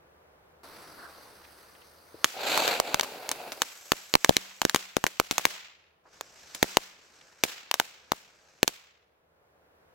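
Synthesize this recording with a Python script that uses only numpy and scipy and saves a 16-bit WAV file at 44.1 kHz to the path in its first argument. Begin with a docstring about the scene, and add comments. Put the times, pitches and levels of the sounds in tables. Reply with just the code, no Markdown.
"""Small ground fireworks at night, a few metres from a stereo microphone pair.
Distant traffic, a noise wash with one engine note, runs throughout; a fuse fizzes over it as sputtering hiss.
Stars crack one after another, each a shock front and a push of air, and a fountain roars up as louder hiss.
Each crack comes back off the paving and a near wall and dies away in the yard as fading noise.
The fountain sinks to embers; then a second firework fizzes and cracks."""
import sys
import numpy as np
from scipy import signal
from scipy.io import wavfile
from scipy.ndimage import uniform_filter1d

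SR = 44100
rng = np.random.default_rng(int(sys.argv[2]) if len(sys.argv) > 2 else 0)


def pcm_store(signal):
    """Save signal as 16-bit PCM."""
    levels = np.round(np.clip(np.atleast_2d(signal), -1, 1) * 32767)
    wavfile.write(sys.argv[1], SR, levels.astype(np.int16).T)


def volts_from_db(level):
    """Convert decibel levels to linear amplitude ratios."""
    exponent = np.asarray(level, float) / 20
    return 10 ** exponent


N = 438354  # samples
HOP, SIZE = 64, 256  # short-time spectra [samples]
HZ = np.fft.rfftfreq(SIZE, 1 / SR)  # bin frequencies
T = np.arange(N // HOP + 5) * HOP / SR  # frame times [s]

# cracking stars: (time [s], peak of the crack's body [dB], front length [ms],
# low push re crack [dB], yard echo [dB])
STARS = [(2.244, 4, .1, -18.5, -33.5), (2.576, -4.5, 0.23, -15, -38), (2.678, -8, 0.25, -36, -41.5),
         (2.8, -1.5, 0.19, -16.5, -43.5), (2.944, -2.5, 0.11, -12.5, -42.5), (2.996, -11, 0.2, -20, -48),
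         (3.01, -7, 0.046, -16, -51.5), (3.032, -15.5, .1, -26, -41), (3.291, -9, 0.033, -20, -50),
         (3.315, -6, 0.022, -19, -44.5), (3.52, -19, 0.084, -30, -46), (3.619, -2.5, 0.09, -19, -40.5),
         (3.919, -0.5, 0.14, -11, -40), (4.139, -3.5, .1, -11.5, -48), (4.153, 1, 0.18, -10.5, -47.5),
         (4.246, 2, 0.083, -19.5, -38), (4.293, -2, 0.19, -1, -38.5), (4.367, -1, 0.062, -12.5, -40),
         (4.617, -4, 0.13, -17.5, -42.5), (4.651, -4.5, .11, -7, -46.5), (4.696, -8.5, 0.07, -29.5, -45.5),
         (4.746, -.5, 0.13, -7.5, -36.5), (4.76, -2, 0.064, -21.5, -47.5), (4.967, -6, 0.091, -9, -49),
         (5.04, -5.5, 0.17, -6.5, -47.5), (5.066, -4, 0.15, -19.5, -44.5), (5.199, -0.5, 0.23, -11, -41.5),
         (5.311, -4, 0.17, -18, -37), (5.381, -3.5, .1, -19.5, -37.5), (5.453, 3.5, 0.1, -18, -33),
         (6.21, -17, 0.18, -28, -66), (6.548, -20.5, 0.027, -30.5, -47), (6.628, -.5, 0.1, -9.5, -37),
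         (6.77, 4, 0.077, -10.5, -41.5), (7.437, 2, 0.1, -20, -33.5), (7.713, -4.5, 0.093, -39, -52.5),
         (7.741, -4.5, 0.11, -34, -45), (7.799, -1, 0.14, -14.5, -41), (8.119, -6.5, 0.17, -5.5, -46),
         (8.63, -1, 0.066, -8.5, -47.5), (8.678, -2.5, 0.058, -21.5, -43.5)]
# colour of the fuse and the sparks: (frequency [Hz], level [dB])
FUSE_COLOUR = [(100, -11), (177, -8.5), (377, -0.5), (574, -3), (1360, -3), (2350, -13), (3300, -17),
               (4610, -10.5), (6700, -24), (10300, -22), (16000, -25)]
# stereo width of burning powder: (frequency [Hz], left-right likeness [-1 to 1])
BURN_LIKENESS = [(100, 0.43), (550, 1), (1650, 0.39), (5000, 0.58)]


def read(points, hz, axis=1):
    """A table column over log frequency."""
    table = np.transpose(points)
    return np.interp(np.log(hz + 1), np.log(table[0] + 1), table[axis])


def noise(gain, same, size=SIZE):
    """Two channels of random short-time spectra; gain is bins x frames, in rms units; same is their likeness."""
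    a, b, c, d = rng.standard_normal(gain.shape[::-1] + (4,)).T
    same = np.clip(same, -1, 1)[:, None]
    left = a + 1j * b
    right = same * left + np.sqrt(1 - same ** 2) * (c + 1j * d)
    spectra = np.array([left, right])
    overlap = size * 3 // 4
    scale = np.std(signal.istft(spectra, nperseg=size, noverlap=overlap)[1][0])
    return signal.istft(spectra * gain, nperseg=size, noverlap=overlap)[1][:, :N] / scale


def unit(shape):
    """Scales to unit mean power along the first axis."""
    return shape / np.sqrt(np.mean(shape ** 2, axis=0))


def band(x, lo_hz, hi_hz):
    """Causal band-pass, scaled so that the mean of the channels peaks at 1."""
    sos = signal.butter(2, [lo_hz, min(hi_hz, SR / 2.2)], "band", fs=SR, output="sos")
    y = signal.sosfilt(sos, x)
    return y / abs(y.mean(0)).max()


def burn(rows, tilt, tone, sputter_db, patchy_db, comb=0):
    """Gas rushing from powder: hiss that sputters in all bands at once and in patches."""
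    s, level_db = np.transpose(rows)
    level_db = np.interp(T, s, level_db)
    # tilt: (dB per octave at -50 dB, change of that per dB of level)
    tilt_db = tilt[0] + tilt[1] * (level_db + 50)
    octaves = np.log2(HZ / 2000 + 0.056)[:, None]
    shape = unit(volts_from_db(read(tone, HZ)[:, None] + octaves * tilt_db))
    # a close inverted reflection, in the treble alone; its lag [s] shortens as the fuse burns down
    lag = np.interp(T, [.8, 1.9], [.000435, .00041])
    treble = abs(HZ[:, None] - 9400) < 3600
    shape *= abs(1 - comb * treble * np.exp(2j * np.pi * HZ[:, None] * lag))
    sputter = unit(uniform_filter1d(rng.standard_normal(len(T)), size=4))
    patches = rng.standard_normal((len(T), len(HZ))).T
    patches = uniform_filter1d(patches, size=5, axis=0)
    patches = unit(uniform_filter1d(patches, size=40, axis=1))
    level = volts_from_db(level_db + sputter_db * sputter) * (T > s[0]) * (T < s[-1])
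    return noise(shape * level * volts_from_db(patchy_db * patches), read(BURN_LIKENESS, HZ))


def night():
    """Distant traffic with one engine note, and the microphone's own hiss."""
    # colour of the night: (frequency [Hz], level [dB])
    night_colour = [(15, -22.5), (50, -11.5), (75, -1.5), (110, -9), (160, -5), (230, -12), (489, 0),
                    (734, -4.5), (1520, -9), (3250, -20.5), (8000, -30.5), (13000, -26), (16000, -25.5)]
    # its stereo width: (frequency [Hz], left-right likeness [-1 to 1])
    night_likeness = [(60, 0.8), (240, 0.77), (950, -.1), (3770, -0.59)]
    # engine note: (mean frequency [Hz], level re traffic [dB])
    engine_hz, engine_db = (75, -16)
    # the level sinks after every loud star, stays down and creeps back
    night_db, sink_db, stay_s, return_s, loud_db = -60, -9.5, 0.57, 0.48, -12
    hz, t = np.fft.rfftfreq(4096, 1 / SR), np.arange(N // 1024 + 5) * 1024 / SR
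    loud_times = [s for s, db, *_ in STARS if db > loud_db]
    since = np.min([np.where(t > s, t - s, np.inf) for s in loud_times], axis=0)
    level = volts_from_db(night_db + sink_db * np.exp(-np.maximum(since - stay_s, 0) / return_s))
    drift_hz = uniform_filter1d(rng.standard_normal(N), size=8000) * 250
    phase = 2 * np.pi * np.cumsum(engine_hz + drift_hz) / SR
    note = volts_from_db(engine_db) * np.sqrt(2) * np.sin(phase)
    gain = unit(volts_from_db(read(night_colour, hz)))[:, None] * level
    wash = noise(gain, read(night_likeness, hz), size=4096)
    return wash + note * np.interp(np.arange(N) / SR, t, level)


def fuse():
    """A burning fuse: thin hiss, combed by a close reflection."""
    # fuse level: (time [s], level [dB])
    fuse_levels = [(.634, -50), (.8, -49), (1.15, -52.5), (1.68, -57.5), (2.05, -61.5), (2.25, -53.5)]
    return burn(fuse_levels, (0.73, -0.21), FUSE_COLOUR, sputter_db=0.99, patchy_db=1.3, comb=.45)


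def puffs():
    """Short spurts of gas, each a burst of hiss around one pitch."""
    # spurts: (time [s], length [s], level [dB], centre [Hz], width [octaves])
    spurts = [(0.978, 0.066, -49, 1360, 0.31), (1.024, 0.085, -47.5, 1430, 0.18),
              (1.441, 0.023, -53.5, 2000, .7), (1.75, .018, -54, 2000, .6), (1.814, .025, -56, 2000, 0.86),
              (2.144, 0.013, -41, 333, 0.58), (6.054, 0.041, -57, 865, 0.62), (7.211, 0.0084, -51, 2010, 1)]
    power = np.zeros((len(HZ), len(T)))
    for s, length, db, hz, octaves in spurts:
        shape = unit(np.exp(-.5 * (np.log2(HZ / hz + .001) / octaves) ** 2))
        u = np.clip((T - s) / length, 0, 1)
        swell = np.sin(np.pi * np.sqrt(u))  # rises faster than it falls
        power += (volts_from_db(db) * shape[:, None] * swell) ** 2
    return noise(np.sqrt(power), read(BURN_LIKENESS, HZ))


def pops():
    """Each star: a shock front, a low push of air and a millisecond of flying grit, then its bounces."""
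    # colour of the microphone: (frequency [Hz], level [dB])
    mic_colour = [(500, 0.5), (1600, -1.5), (2400, -2.5), (4400, -0.5), (5100, -3), (6400, 3), (9600, -3),
                  (12000, 5.5), (16000, -1)]
    # paving: (delay [s], level [dB]); wall: (delay [s], level re yard echo [dB], top [Hz])
    bounces = (.0015, -15.5), (.014, 23.2, 1000)
    # something hollow nearby hums faintly: (frequency [Hz], gain per sample re wall bounce [dB], t60 [s])
    hollow = [(190, -66, .7), (378, -68, .5)]
    spit_db = -7.5  # treble of every crack re its body
    port_spread = .38  # how unevenly the low push meets the two microphone ports
    t = np.arange(2048) / SR
    near, far = np.zeros((2, 2, N + 4096))
    colour = np.log(volts_from_db(read(mic_colour, np.abs(np.fft.fftfreq(len(t), 1 / SR)))))
    colour = np.exp(np.conj(signal.hilbert(colour)))  # causal phase
    draws = rng.standard_normal((len(STARS), 2, len(t) + 3))
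    for (s, db, front_ms, push_db, echo_db), draw in zip(STARS, draws):
        hiss = draw[:, 3:]
        u = t / (front_ms / 1000)
        blast = (1 - u) * np.exp(-u)
        grit = (t == 0) + 0.2 * (hiss + 0.32 * hiss[0]) * np.exp(-t / 0.0013)
        front = np.fft.ifft(np.fft.fft(blast) * np.fft.fft(grit) * colour).real
        # each port feels its own push, with its own delay and length
        delay, length = .0006 * abs(draw[:, 2:3]), 0.00021 * volts_from_db(2.5 * draw[:, 1:2])
        slow = np.maximum(t - delay, 0) / length
        push = (slow > 0) * (1 - 0.91 * slow) * np.exp(-slow)
        push += 0.013 * hiss * np.exp(-t / 0.003)
        balance = 1 + port_spread * draw[0, 0] * np.array([[1], [-1]])
        pop = band(front, 460, 7270)
        pop += volts_from_db(push_db) * balance * band(push, 11, 640)
        pop += volts_from_db(spit_db) * band(front, 4100, 17000)
        at = round((s + 0.00024) * SR)  # the front follows the star's onset time
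        near[:, at:at + len(t)] += volts_from_db(db) * pop
        far[:, at:at + len(t)] += volts_from_db(echo_db) * pop
    (paving_s, paving_db), (wall_s, wall_db, wall_hz) = bounces
    near -= volts_from_db(paving_db) * np.roll(near, round(paving_s * SR), axis=1)
    dull = signal.lfilter(*signal.butter(1, wall_hz, fs=SR), far)
    wall = volts_from_db(wall_db) * np.roll(dull, round(wall_s * SR), axis=1)
    t = np.arange(SR // 2) / SR
    ring = sum(volts_from_db(db - 60 * t / t60) * np.sin(2 * np.pi * hz * t) for hz, db, t60 in hollow)
    return (near + wall)[:, :N] + signal.oaconvolve(wall, ring[None], axes=1)[:, :N]


def yard():
    """Scattered echoes of every star build up over tens of milliseconds and fade, each band at its own rate."""
    # the yard's wash: (frequency [Hz], t60 [s], colour [dB])
    yard_decay = [(100, 0.17, -15), (304, 0.22, -1), (1020, 0.77, -5.5), (2500, 0.86, -2), (4800, 0.67, -4),
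                  (7500, 0.53, -5), (8900, 0.31, -8), (15600, 0.43, -11.5)]
    flutter_db = 4  # power swing: single echoes stand out of the wash
    power = np.zeros((len(HZ), len(T)))
    t = T[:round(1.2 * SR / HOP)]
    fade = (1 - np.exp(-t / 0.03)) ** 2 * volts_from_db(-120 * t / read(yard_decay, HZ)[:, None])
    fade += volts_from_db(31.0) * np.exp(-t / 0.0033) * (t > .002)  # nearby clutter
    for s, *_, echo_db in STARS:
        part = power[:, round(s * SR / HOP):][:, :len(t)]
        part += volts_from_db(2 * echo_db) * fade[:, :part.shape[1]]
    power *= volts_from_db(flutter_db * unit(uniform_filter1d(rng.standard_normal(len(T)), size=5)))
    colour = unit(volts_from_db(read(yard_decay, HZ, axis=2)))[:, None]
    return noise(np.sqrt(power) * colour, np.full(len(HZ), .1))


def sparks():
    """Sparks: a faint hiss of the fuse's colour, tilted steeply to the treble."""
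    # spark level: (time [s], level [dB])
    spark_levels = [(2.25, -54), (2.8, -51.5), (3.62, -52.5)]
    return burn(spark_levels, (5.3, 0), FUSE_COLOUR, sputter_db=1.0, patchy_db=1.3)


def jet():
    """The fountain's roar: strong hiss, tilted to the lows, that sputters hard."""
    # fountain level: (time [s], level [dB])
    jet_levels = [(2.34, -51), (2.4, -36), (2.5, -27.5), (2.72, -28), (2.79, -34), (2.82, -42.5),
                  (2.88, -36), (3.05, -43), (3.5, -45), (3.65, -55)]
    # fountain colour: (frequency [Hz], level [dB])
    jet_colour = [(100, -37), (380, -2.5), (739, 6.5), (1150, -8), (1480, 1.5), (1750, -9.5), (2610, 1),
                  (3030, -7), (4420, -2.5), (5340, -16.5), (7480, -11), (9230, -26.5), (12100, -17),
                  (16000, -26.5)]
    return burn(jet_levels, (-4, 0.2), jet_colour, sputter_db=2.2, patchy_db=1.1)


def ember():
    """Embers: the powder burns on as a sinking hiss."""
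    # ember level: (time [s], level [dB])
    ember_levels = [(3.6, -50.5), (4.11, -52.5), (5.45, -66.5), (5.6, -86)]
    # ember colour: (frequency [Hz], level [dB])
    ember_colour = [(120, -37), (200, -21.5), (429, -0.5), (1120, -2), (1610, 3), (1900, -6), (2280, -0.5),
                    (3390, -6), (5740, 0.5), (7900, 0), (9600, -19), (11500, -6.5), (16000, -15)]
    return burn(ember_levels, (0.77, 0.026), ember_colour, sputter_db=1.9, patchy_db=0.99)


def second():
    """The second firework's fizz: hiss that brightens as it swells."""
    # level of the second fizz: (time [s], level [dB])
    second_levels = [(6.04, -73.5), (6.14, -60), (6.45, -55), (6.62, -48.5), (6.75, -49), (6.95, -61.5),
                     (7.43, -59.5), (7.77, -64.5), (8.63, -63)]
    # its colour: (frequency [Hz], level [dB])
    second_colour = [(71, -36.5), (120, -9.5), (284, -12.5), (436, -4), (1290, -7), (1620, 0), (1860, -8.5),
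                     (2290, -4), (3380, -10), (5750, -3.5), (7820, -10), (9790, -25), (11800, -20),
                     (16000, -30)]
    return burn(second_levels, (1.2, 0.21), second_colour, sputter_db=1.7, patchy_db=1.1)


def scene():
    """All sources together."""
    fire = fuse() + puffs() + sparks() + jet() + ember() + second()
    return night() + fire + pops() + yard()


def roll_off(x):
    """The treble ends steeply here."""
    return signal.sosfilt(signal.butter(12, 16970, fs=SR, output="sos"), x)


def record(dry):
    """A fast limiter dips after each crack, peaks flatten at full scale and the top band ends."""
    threshold_db, slope, recovery_db_s, edge_hz = -20.5, 0.3, 260.0, 16200
    power = signal.lfilter([.02], [1, -.98], (dry ** 2).mean(0))
    power_db = 10 * np.log10(power + 1e-12)
    fall = np.arange(N) * recovery_db_s / SR
    held_db = np.maximum.accumulate(power_db + fall) - fall
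    over_db = np.maximum(held_db - threshold_db, 0)
    over_db = signal.lfilter([.01], [1, -.99], over_db)
    limited = np.clip(dry / volts_from_db(slope * over_db), -1, 1)
    edge = signal.firwin(127, edge_hz, fs=SR)
    mix = signal.oaconvolve(limited, edge[None], "same")
    return roll_off(mix)


dry = scene()
out = record(dry)
pcm_store(out)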